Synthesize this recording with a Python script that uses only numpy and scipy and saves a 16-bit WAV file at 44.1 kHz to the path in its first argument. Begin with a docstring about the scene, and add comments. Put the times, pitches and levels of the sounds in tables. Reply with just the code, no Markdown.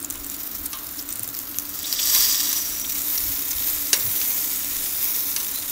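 """Chicken sizzles on a small fan-blown charcoal grill, outdoors beside a brick wall.
Tiny bubbles burst in flurries, drops of fat spit and escaping steam squeaks. A piece is turned over:
its juice boils up on the hot steel and the sizzle stays dense. Steel tongs touch the wire rack,
once with a loud click, and the meat bumps softly. The fan hums; light air brushes the microphone."""
import sys
import numpy as np
from scipy import signal
from scipy.fft import rfft, irfft, next_fast_len
from scipy.io import wavfile
from scipy.ndimage import uniform_filter1d, map_coordinates

SR = 44100
rng = np.random.default_rng(int(sys.argv[2]) if len(sys.argv) > 2 else 0)


def transcribe(u):
    """Save the signal u as a 16-bit wav file named by the first command-line argument.

    u: samples, shape (n,) or (channels, n), limited to [-1, 1]; the rate is SR.
    q: integer samples, one column per channel.
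    """
    v = np.clip(np.atleast_2d(u).T, -1, 1)
    q = np.round(v * 32767).astype(np.int16)
    wavfile.write(sys.argv[1], SR, q)


N = 251811


def amp(db):
    """Decibels to gain."""
    return 10 ** (np.asarray(db) / 20)


def unit(x):
    """x scaled to rms 1."""
    return x / np.sqrt(np.mean(x ** 2) + 1e-20)


def along(points, hz):
    """(f/Hz, value) points read on a log axis."""
    f, values = np.transpose(points)
    return np.interp(np.log(hz + 1), np.log(f + 1), values)


def curve(points):
    """(t/s, value) points read at every sample."""
    return np.interp(np.arange(N) / SR, *np.transpose(points))


def wobble(knots_per_s):
    """Smooth random curve."""
    knots = rng.standard_normal(int(N * knots_per_s / SR) + 4)
    return map_coordinates(knots, [np.arange(N) * knots_per_s / SR])


def swell(peak_s, half_width_s):
    """Bell-shaped gain, peak 1."""
    return np.exp(-((np.arange(N) / SR - peak_s) / half_width_s) ** 2)


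def swells(rows):
    """Summed gain of (t/s, half-width/s, level/dB) swells."""
    return sum(amp(db) * swell(peak_s, half_width_s) for peak_s, half_width_s, db in rows)


def filtered(x, response):
    """x times a complex frequency response."""
    size = next_fast_len(len(x) + SR // 4)
    return irfft(rfft(x, size) * response(np.fft.rfftfreq(size, 1 / SR)), size)[:len(x)]


def coloured(x, spectrum):
    """x through a minimum-phase filter of (f/Hz, level/dB) points."""
    size = 2 * next_fast_len(len(x) // 2 + SR // 8)
    gain = amp(along(spectrum, np.fft.rfftfreq(size, 1 / SR)))
    cepstrum = irfft(np.log(gain + 1e-6))
    cepstrum[1:size // 2] *= 2
    cepstrum[size // 2 + 1:] = 0
    return irfft(rfft(x, size) * np.exp(rfft(cepstrum)))[:len(x)]


def resonate(x, peaks):
    """x through parallel (f/Hz, width/Hz, level/dB) resonances."""
    return filtered(x, lambda f: sum(amp(db) * 1j * f * width / (hz * hz - f * f + 1j * f * width)
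                                     for hz, width, db in peaks))


def narrow_noise(size, hz, width_hz):
    """Noise passed twice through one resonance."""
    peak = [(hz, width_hz, 0)]
    return resonate(resonate(rng.standard_normal(size), peak), peak)


def add(track, start_s, sound):
    """Mixes a sound into the track."""
    part = track[max(round(start_s * SR), 0):][:len(sound)]
    part += sound[:len(part)]


# outdoor background: f/Hz, level/dB
OUTDOOR_SPECTRUM = [(50, -25), (100, -14), (165, -13.5), (240, -8), (380, -14), (500, -18.5), (640, -13.5),
                    (850, -18), (1000, -14.5), (1300, -12.5), (2500, -21), (4500, -19), (9000, -45.5)]
# air on the microphone: f/Hz, level/dB
BUFFET_SPECTRUM = [(11, -29), (18, -10.5), (80, -13.5), (100, -31), (180, -120)]
# puffs of air: t/s, half-width/s, level/dB
PUFFS = [(0.23, .07, -49), (0.61, .04, -44), (2.2, .05, -48), (2.72, 0.08, -54), (3.27, 0.063, -43.5),
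         (3.58, .05, -44), (3.73, .04, -51), (4.76, .08, -51)]


def air():
    """Steady outdoor noise; a light breeze and puffs buffet the microphone."""
    breeze = amp(-55 + wobble(6.8)) + swells(PUFFS)
    background = unit(coloured(rng.standard_normal(N), OUTDOOR_SPECTRUM))
    buffets = unit(coloured(rng.standard_normal(N), BUFFET_SPECTRUM))
    return amp(-45.3) * background + breeze * buffets


# fan housing: f/Hz, width/Hz, level/dB
HOUSING_RESONANCES = [(85.5, 41, -6.5), (206, 27, -12.5), (281.6, 8.5, 3), (292.5, 18.6, -0.5)]
# fan hum: t/s, level/dB
HUM_LEVELS = [(0.1, -44.5), (0.9, -49), (3.2, -47.5), (3.9, -48), (5.7, -50.5)]


def fan(blade_hz=284.7, waver_hz=7.84, lowpass_hz=420):
    """The housing resonates in a rough hum around a wavering blade tone."""
    housing = resonate(rng.standard_normal(N), HOUSING_RESONANCES)
    hum = unit(filtered(housing, lambda hz: 1 / (1 + (hz / lowpass_hz) ** 4)))
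    pitch_hz = blade_hz + waver_hz * wobble(5.4)
    blade = amp(2.8 * wobble(5.6)) * np.sin(2 * np.pi * np.cumsum(pitch_hz) / SR)
    return amp(curve(HUM_LEVELS)) * (hum + amp(-9) * blade)


# wall and yard reverberation: f/Hz, t60/s
YARD_DECAY = [(200, 0.6), (3000, 0.21), (14000, 0.021)]


def reflections(x, echoes=8):
    """x plus its reflections off bowl and bricks, different for every spot on the grill."""
    hz, t, noise = signal.stft(rng.standard_normal(SR // 6), SR, nperseg=256)
    decay = amp(-60 * t / along(YARD_DECAY, hz)[:, None])
    tail = signal.istft(noise * decay, SR, nperseg=256)[1]
    response = amp(-12) * tail / np.linalg.norm(tail)
    delays_s = rng.uniform(.0003, .003, echoes)
    response[(delays_s * SR).astype(int)] += amp(-19) * rng.choice([-1, 1], echoes)
    response[0] += 1
    return signal.fftconvolve(x, response)


# nudges of the meat: t/s, length/s, f/Hz, level/dB
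MEAT_BUMPS = [(1.128, 0.23, 100, -45), (3.199, 0.17, 92, -45.5), (3.985, 0.17, 98, -41)]


def bumps():
    """Handled meat nudges the grill with soft, low thuds."""
    track = np.zeros(N)
    for start_s, length_s, hz, db in MEAT_BUMPS:
        size = int(length_s * SR)
        thud = unit(narrow_noise(SR // 2, hz, width_hz=50)[:size])
        add(track, start_s, amp(db) * np.hanning(size) * thud)
    return track


def ring(modes, t, rattle_rad):
    """Struck modes, peak 1; loose contact roughens each with a random walk in phase."""
    x = np.zeros(len(t))
    for hz, db, t60_s in modes:
        envelope = amp(db + rng.normal(0, 1) - 60 * t / t60_s)
        phase = 2 * np.pi * (hz * t + rng.random())
        x += envelope * np.sin(phase + rattle_rad * np.cumsum(rng.standard_normal(len(t))))
    return x / np.abs(x).max()


# steel-on-steel clack: f/Hz, level/dB
CLACK_SPECTRUM = [(150, -48), (250, -27), (370, -12), (520, -11), (920, -23), (1700, -7), (2000, -10),
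                  (2760, -5.5), (3100, -13.5), (4600, -1.5), (5800, -5.5), (7000, -4), (8500, -6),
                  (11000, -2.5), (14900, -11.5), (16000, -19)]
# tong blades: f/Hz, level/dB, t60/s
TONG_MODES = [(372, -9.5, 0.066), (1705, -17, .05), (2175, -5.5, 0.094), (2750, -9.5, 0.068),
              (2930, -4, .07), (3920, 1, 0.041), (4250, -20, 0.092), (4350, -8, 0.044), (5640, 1, 0.11),
              (5650, -2, 0.069), (5870, 3, 0.034), (6170, 8, 0.028), (6630, -7, 0.044)]
# wire rack: f/Hz, level/dB, t60/s
RACK_MODES = [(1024, 3, 0.32), (1162, 4, 0.31), (1372, -5.5, 0.32), (1586, -5, 0.46), (2390, -17, 0.16),
              (2845, 0.5, 0.3), (3275, 8.5, 0.16), (3570, -1, .2), (3795, 3, 0.35)]
# tongs on the rack: t/s, level/dB, relative rack level/dB, clack t60/s, low-pass/Hz
TONG_TOUCHES = [(0.1486, -18.5, -21, 0.03, 4000), (0.7310, -13.5, -13.5, 0.043, 15000),
                (1.5438, -20, -15, 0.022, 6000), (2.148, -4, -24, 0.097, 14000),
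                (2.529, -9.5, -25, 0.04, 14000), (2.955, -15, -22, 0.014, 8000),
                (3.9308, 3.5, -31, 0.061, 15000), (3.9383, -3, -26, 0.056, 14000),
                (4.2152, -9, -39, 0.014, 8000), (5.3627, -6, -24, 0.039, 16000),
                (5.4013, -14.5, -22, 0.13, 15000)]


def tongs():
    """Hand-damped blades clack and ring briefly; the loose wire rack rattles on a little longer."""
    track, t = np.zeros(N), np.arange(SR // 3) / SR
    for start_s, db, rack_db, clack_t60_s, lowpass_hz in TONG_TOUCHES:
        envelope = amp(-60 * t / clack_t60_s) + 0.56 * amp(-60 * t / 0.008)
        clack = coloured(rng.standard_normal(len(t)) * envelope, CLACK_SPECTRUM)
        damped = [(hz, mode_db, min(t60_s, 2.4 * clack_t60_s)) for hz, mode_db, t60_s in TONG_MODES]
        blades = ring(damped, t, rattle_rad=0.054)
        rack = ring(RACK_MODES, t, rattle_rad=0.13)
        blow = amp(9.5) * clack / np.linalg.norm(clack) + amp(-8) * blades + amp(rack_db) * rack
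        highpass_hz = np.clip(280 * amp(-1.8 * db), 150, 800)  # only a hard blow knocks the whole grill
        band = signal.butter(2, [highpass_hz, lowpass_hz], "band", fs=SR)
        add(track, start_s, reflections(amp(db) * signal.lfilter(*band, blow)))
    return track


# escaping steam: t/s, length/s, start f/Hz, end f/Hz, level/dB
STEAM_SQUEAKS = [(0.985, 0.017, 5480, 5450, -27), (1.836, 0.028, 3235, 4200, -27),
                 (1.985, 0.0168, 3806, 3180, -20.5), (2.244, 0.008, 4920, 4690, -17),
                 (2.844, 0.011, 3000, 3980, -27), (3.174, 0.013, 5760, 5520, -19),
                 (3.507, 0.017, 7800, 5400, -21.5), (5.524, 0.094, 3840, 4260, -34.5)]


def squeaks(flutters_per_squeak=11):
    """Steam slips out from under the meat in brief glides: the shorter, the rougher."""
    track = np.zeros(N)
    for start_s, length_s, start_hz, end_hz, db in STEAM_SQUEAKS:
        progress = np.linspace(0, 1, int(length_s * SR))
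        phase = 2 * np.pi * np.cumsum(start_hz + (end_hz - start_hz) * progress) / SR
        flutter_hz = flutters_per_squeak / length_s
        flutter = filtered(rng.standard_normal(SR // 4), lambda hz: 1 / (1 + (hz / flutter_hz) ** 2))
        phase += 1.08 * unit(flutter[:len(progress)])
        add(track, start_s, amp(db) * np.sin(np.pi * progress) * np.sin(phase))
    return track


# frying intensity: t/s, level/dB
FRYING_LEVELS = [(0, -38), (0.45, -34), (1.0, -36), (1.45, -34.5), (1.88, -33), (2.19, -18), (2.34, -25.5),
                 (2.55, -25.5), (2.84, -31), (3.14, -23.5), (3.47, -28), (3.68, -23.5), (3.88, -26),
                 (4.15, -23.5), (4.7, -26), (5.16, -23.5), (5.5, -30.5), (5.71, -30.5)]


def frying(calm_db=-34.5):
    """Frying intensity in dB above that of meat left alone."""
    return curve(FRYING_LEVELS) - calm_db


def small_spits(per_s=18, candidates=160):
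    """Rows like FAT_SPITS for small random drops, louder as the frying gets harder."""
    when, lottery = rng.random((candidates, 2)).T
    size, pitch, snap_db = np.clip(rng.standard_normal((candidates, 3)), -2, 2).T
    db = -18.5 + 2.5 * size + 0.45 * frying()[(when * N).astype(int)]
    hz = 7750 * 2 ** (0.337 * pitch)
    rows = np.column_stack([when * N / SR, db, hz, snap_db - 11.5])
    return rows[lottery < per_s * N / SR / candidates]


# prominent drops of fat: t/s, level/dB, cavity f/Hz, snap trim/dB
FAT_SPITS = [(0.0268, -11, 8700, -20), (0.0467, -4.5, 7120, -30), (0.1005, -5, 8600, -18),
             (0.1065, -7, 6960, -18), (0.1246, -17, 10100, -10), (0.2444, -14, 8800, -13),
             (0.264, -15, 7400, -11), (0.2982, -9.5, 7600, -17), (0.572, -24, 5970, -10),
             (0.6604, -9.5, 9200, -14), (1.089, -10, 9000, -14), (1.1253, -5, 8600, -25),
             (1.156, -9, 8660, -26), (1.1937, -7.5, 9800, -17), (1.2323, -11.5, 9270, -9),
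             (1.288, -15.5, 6640, -9), (1.3487, -14, 5170, -12.5), (1.389, -12.5, 6740, -8),
             (1.5851, -2, 6280, -12.5), (1.6337, -22, 10200, -14), (1.926, 0, 4850, -17),
             (2.0726, -11, 5270, -8), (2.5283, -8, 5900, -9), (2.8965, -11.5, 5900, -12),
             (3.2918, -15, 10000, -8)]


def spits(cavity_t60_s=0.0062, snap_t60_s=0.0087, spray_t60_s=0.034):
    """A drop of fat bursts with a high snap, its cavity rings briefly and a little spray follows."""
    track, t = np.zeros(N), np.arange(SR // 40) / SR
    snap_spectrum = [(600, -18), (3000, -16.5), (6000, -9.5), (10000, -3.5), (14000, 2.5),
                     (16000, 0.5), (18000, -32)]  # f/Hz, level/dB
    snap_envelope = amp(-60 * t / snap_t60_s) + 0.078 * amp(-60 * t / spray_t60_s)
    cavity_envelope = amp(-60 * t / cavity_t60_s) * (1 - np.exp(-t / 0.00015))
    for start_s, db, hz, snap_db in [*FAT_SPITS, *small_spits()]:
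        drift_rad = 0.21 * np.cumsum(rng.standard_normal(len(t)))  # the cavity changes shape
        cavity = cavity_envelope * np.sin(2 * np.pi * hz * t + drift_rad)
        snap = coloured(rng.choice([-1., 1.], len(t)) * snap_envelope, snap_spectrum)
        pop = amp(-4.5) * cavity + amp(19 + snap_db) * snap / np.linalg.norm(snap)
        add(track, start_s + 0.00069, reflections(amp(db) * pop))
    return track


def bubbles(per_s, low_hz, high_hz, decay_cycles, spread_db, candidates=60000, size=96):
    """Tiny bursts at random moments, each a damped ring of its own pitch and strength; rms 1."""
    when, lottery, pitch = rng.random((3, candidates))
    strength = amp(spread_db * np.minimum(rng.standard_normal(candidates), 2.5))
    strength *= rng.choice([-1, 1], candidates)
    start = (when * N).astype(int)
    alive = lottery < per_s[start] * N / SR / candidates
    start, pitch, strength = start[alive], pitch[alive], strength[alive]
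    strength /= np.sqrt(per_s[start])  # denser, not louder
    cycles = (low_hz + (high_hz - low_hz) * pitch)[:, None] * np.arange(size) / SR
    grains = strength[:, None] * np.sin(2 * np.pi * cycles) * np.exp(-cycles / decay_cycles)
    positions = start[:, None] + np.arange(size)
    return unit(np.bincount(positions.ravel(), grains.ravel(), N + size)[:N])


# hot steel bowl: f/Hz, width/Hz, level/dB
BOWL_RESONANCES = [(1190, 110, -3.5), (1830, 280, -12), (3460, 120, -5), (3940, 270, -4.5),
                   (4860, 280, 3.5), (5280, 93, 2), (5720, 380, 5.5), (6700, 380, -2.5), (7720, 480, 4)]
# boiling juice: f/Hz, level/dB
BOIL_SPECTRUM = [(880, -43), (1500, -14), (1840, -4), (2650, -18), (3420, -17), (4220, -26), (5740, -13),
                 (9000, 7), (11700, -41), (19800, -120)]
# last drops whistling dry: t/s, half-width/s, level/dB
DROP_WHISTLES = [(2.62, 0.069, -33), (2.8, 0.069, -35.5), (2.92, 0.02, -31.5)]


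def boil():
    """Juice boils up on hot steel in one swell: coarse bubbles ring the bowl, trapped steam sings."""
    boil_gain = amp(-22) * swell(peak_s=2.234, half_width_s=0.33)
    steam_gain = amp(-19) * boil_gain + swells(DROP_WHISTLES)
    bursts = bubbles(np.full(N, 4500.), low_hz=2460, high_hz=8800, decay_cycles=1.4, spread_db=2.5)
    bursts *= amp(1.3 * wobble(110))
    bowl = unit(resonate(bursts, BOWL_RESONANCES))
    juice = unit(coloured(bursts, BOIL_SPECTRUM))
    steam = unit(narrow_noise(N, hz=5820, width_hz=340)) * amp(5.5 * wobble(60))
    return boil_gain * unit(bowl + 0.39 * juice) + steam_gain * steam


def patchy(x, depth_db):
    """The colour drifts as different spots of the meat take over; rms 1."""
    spectra = signal.stft(x, nperseg=512)[2]
    drift = uniform_filter1d(rng.standard_normal(spectra.shape), size=6, axis=0)
    drift = unit(uniform_filter1d(drift, size=45, axis=1))
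    return unit(signal.istft(spectra * amp(depth_db * drift), nperseg=512)[1][:N])


# fine fizz: f/Hz, level/dB
FIZZ_SPECTRUM = [(7000, -27.5), (10000, -16), (11500, -8.5), (12800, -4), (14200, 1), (15200, -1),
                 (16000, -2)]
# coarser crackle: f/Hz, level/dB
CRACKLE_SPECTRUM = [(1800, -29.5), (3000, -15.5), (3800, -1.5), (4200, -7.5), (5000, -6.5), (5800, -1.5),
                    (7200, 1), (8000, 0.5), (8700, -0.5), (9800, 3), (11500, -8.5), (15000, -21.5),
                    (20000, -57.5)]
# low sputter: f/Hz, level/dB
SPUTTER_SPECTRUM = [(200, -27.5), (380, 0), (550, -7.5), (800, -7.5), (1050, 0.5), (1200, -13),
                    (1320, -0.5), (1550, -5), (1800, 1), (2200, 4), (2900, 3.5), (3700, 5.5), (5000, -12.5),
                    (9000, -47)]


def sizzle(calm_bubbles_per_s=2100, turn_s=1.9, turn_spread_s=0.1):
    """Bubbles burst on skin and steel in flurries, over a haze of ones too small to tell apart."""
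    frying_db = frying()
    per_s = calm_bubbles_per_s * amp(0.9 * frying_db)
    flurry_depth = (3000 / per_s) ** 0.84  # sparse bubbles flurry more
    flurry = amp(flurry_depth * (1.87 * wobble(120) + wobble(35)))
    bursts = flurry * bubbles(per_s, low_hz=4500, high_hz=14900, decay_cycles=1.4, spread_db=4)
    spray_gain = flurry * amp(1.1 * wobble(50))
    spray = spray_gain * bubbles(per_s, low_hz=11000, high_hz=15640, decay_cycles=6, spread_db=8)
    haze = np.sqrt(flurry) * rng.standard_normal(N)
    fizz = patchy(coloured(bursts + 0.5 * spray + 0.82 * haze, FIZZ_SPECTRUM), depth_db=2.3)
    crackle = patchy(coloured(bursts + 1.08 * haze, CRACKLE_SPECTRUM), depth_db=1.5)
    sputter = patchy(coloured(bursts + 0.44 * haze, SPUTTER_SPECTRUM), depth_db=1)
    wet_side_down = (1 + np.tanh((np.arange(N) / SR - turn_s) / turn_spread_s)) / 2
    crackle_db = -40 + 0.52 * frying_db + 4.5 * wet_side_down
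    sputter_db = -50.5 + 0.54 * frying_db + 6.9 * wet_side_down
    return amp(-33 + frying_db) * fizz + amp(crackle_db) * crackle + amp(sputter_db) * sputter


def scene():
    """The grill and the air around it, mono."""
    return (sizzle() + boil() + squeaks() + tongs() + bumps() + fan() + air() + spits())[None]


def record(dry):
    """The recorder clips at full scale and keeps nothing above its band limit."""
    limit_hz = 15740
    return filtered(np.clip(dry[0], -1, 1), lambda hz: hz < limit_hz)[None]


dry = scene()
out = record(dry)
transcribe(out)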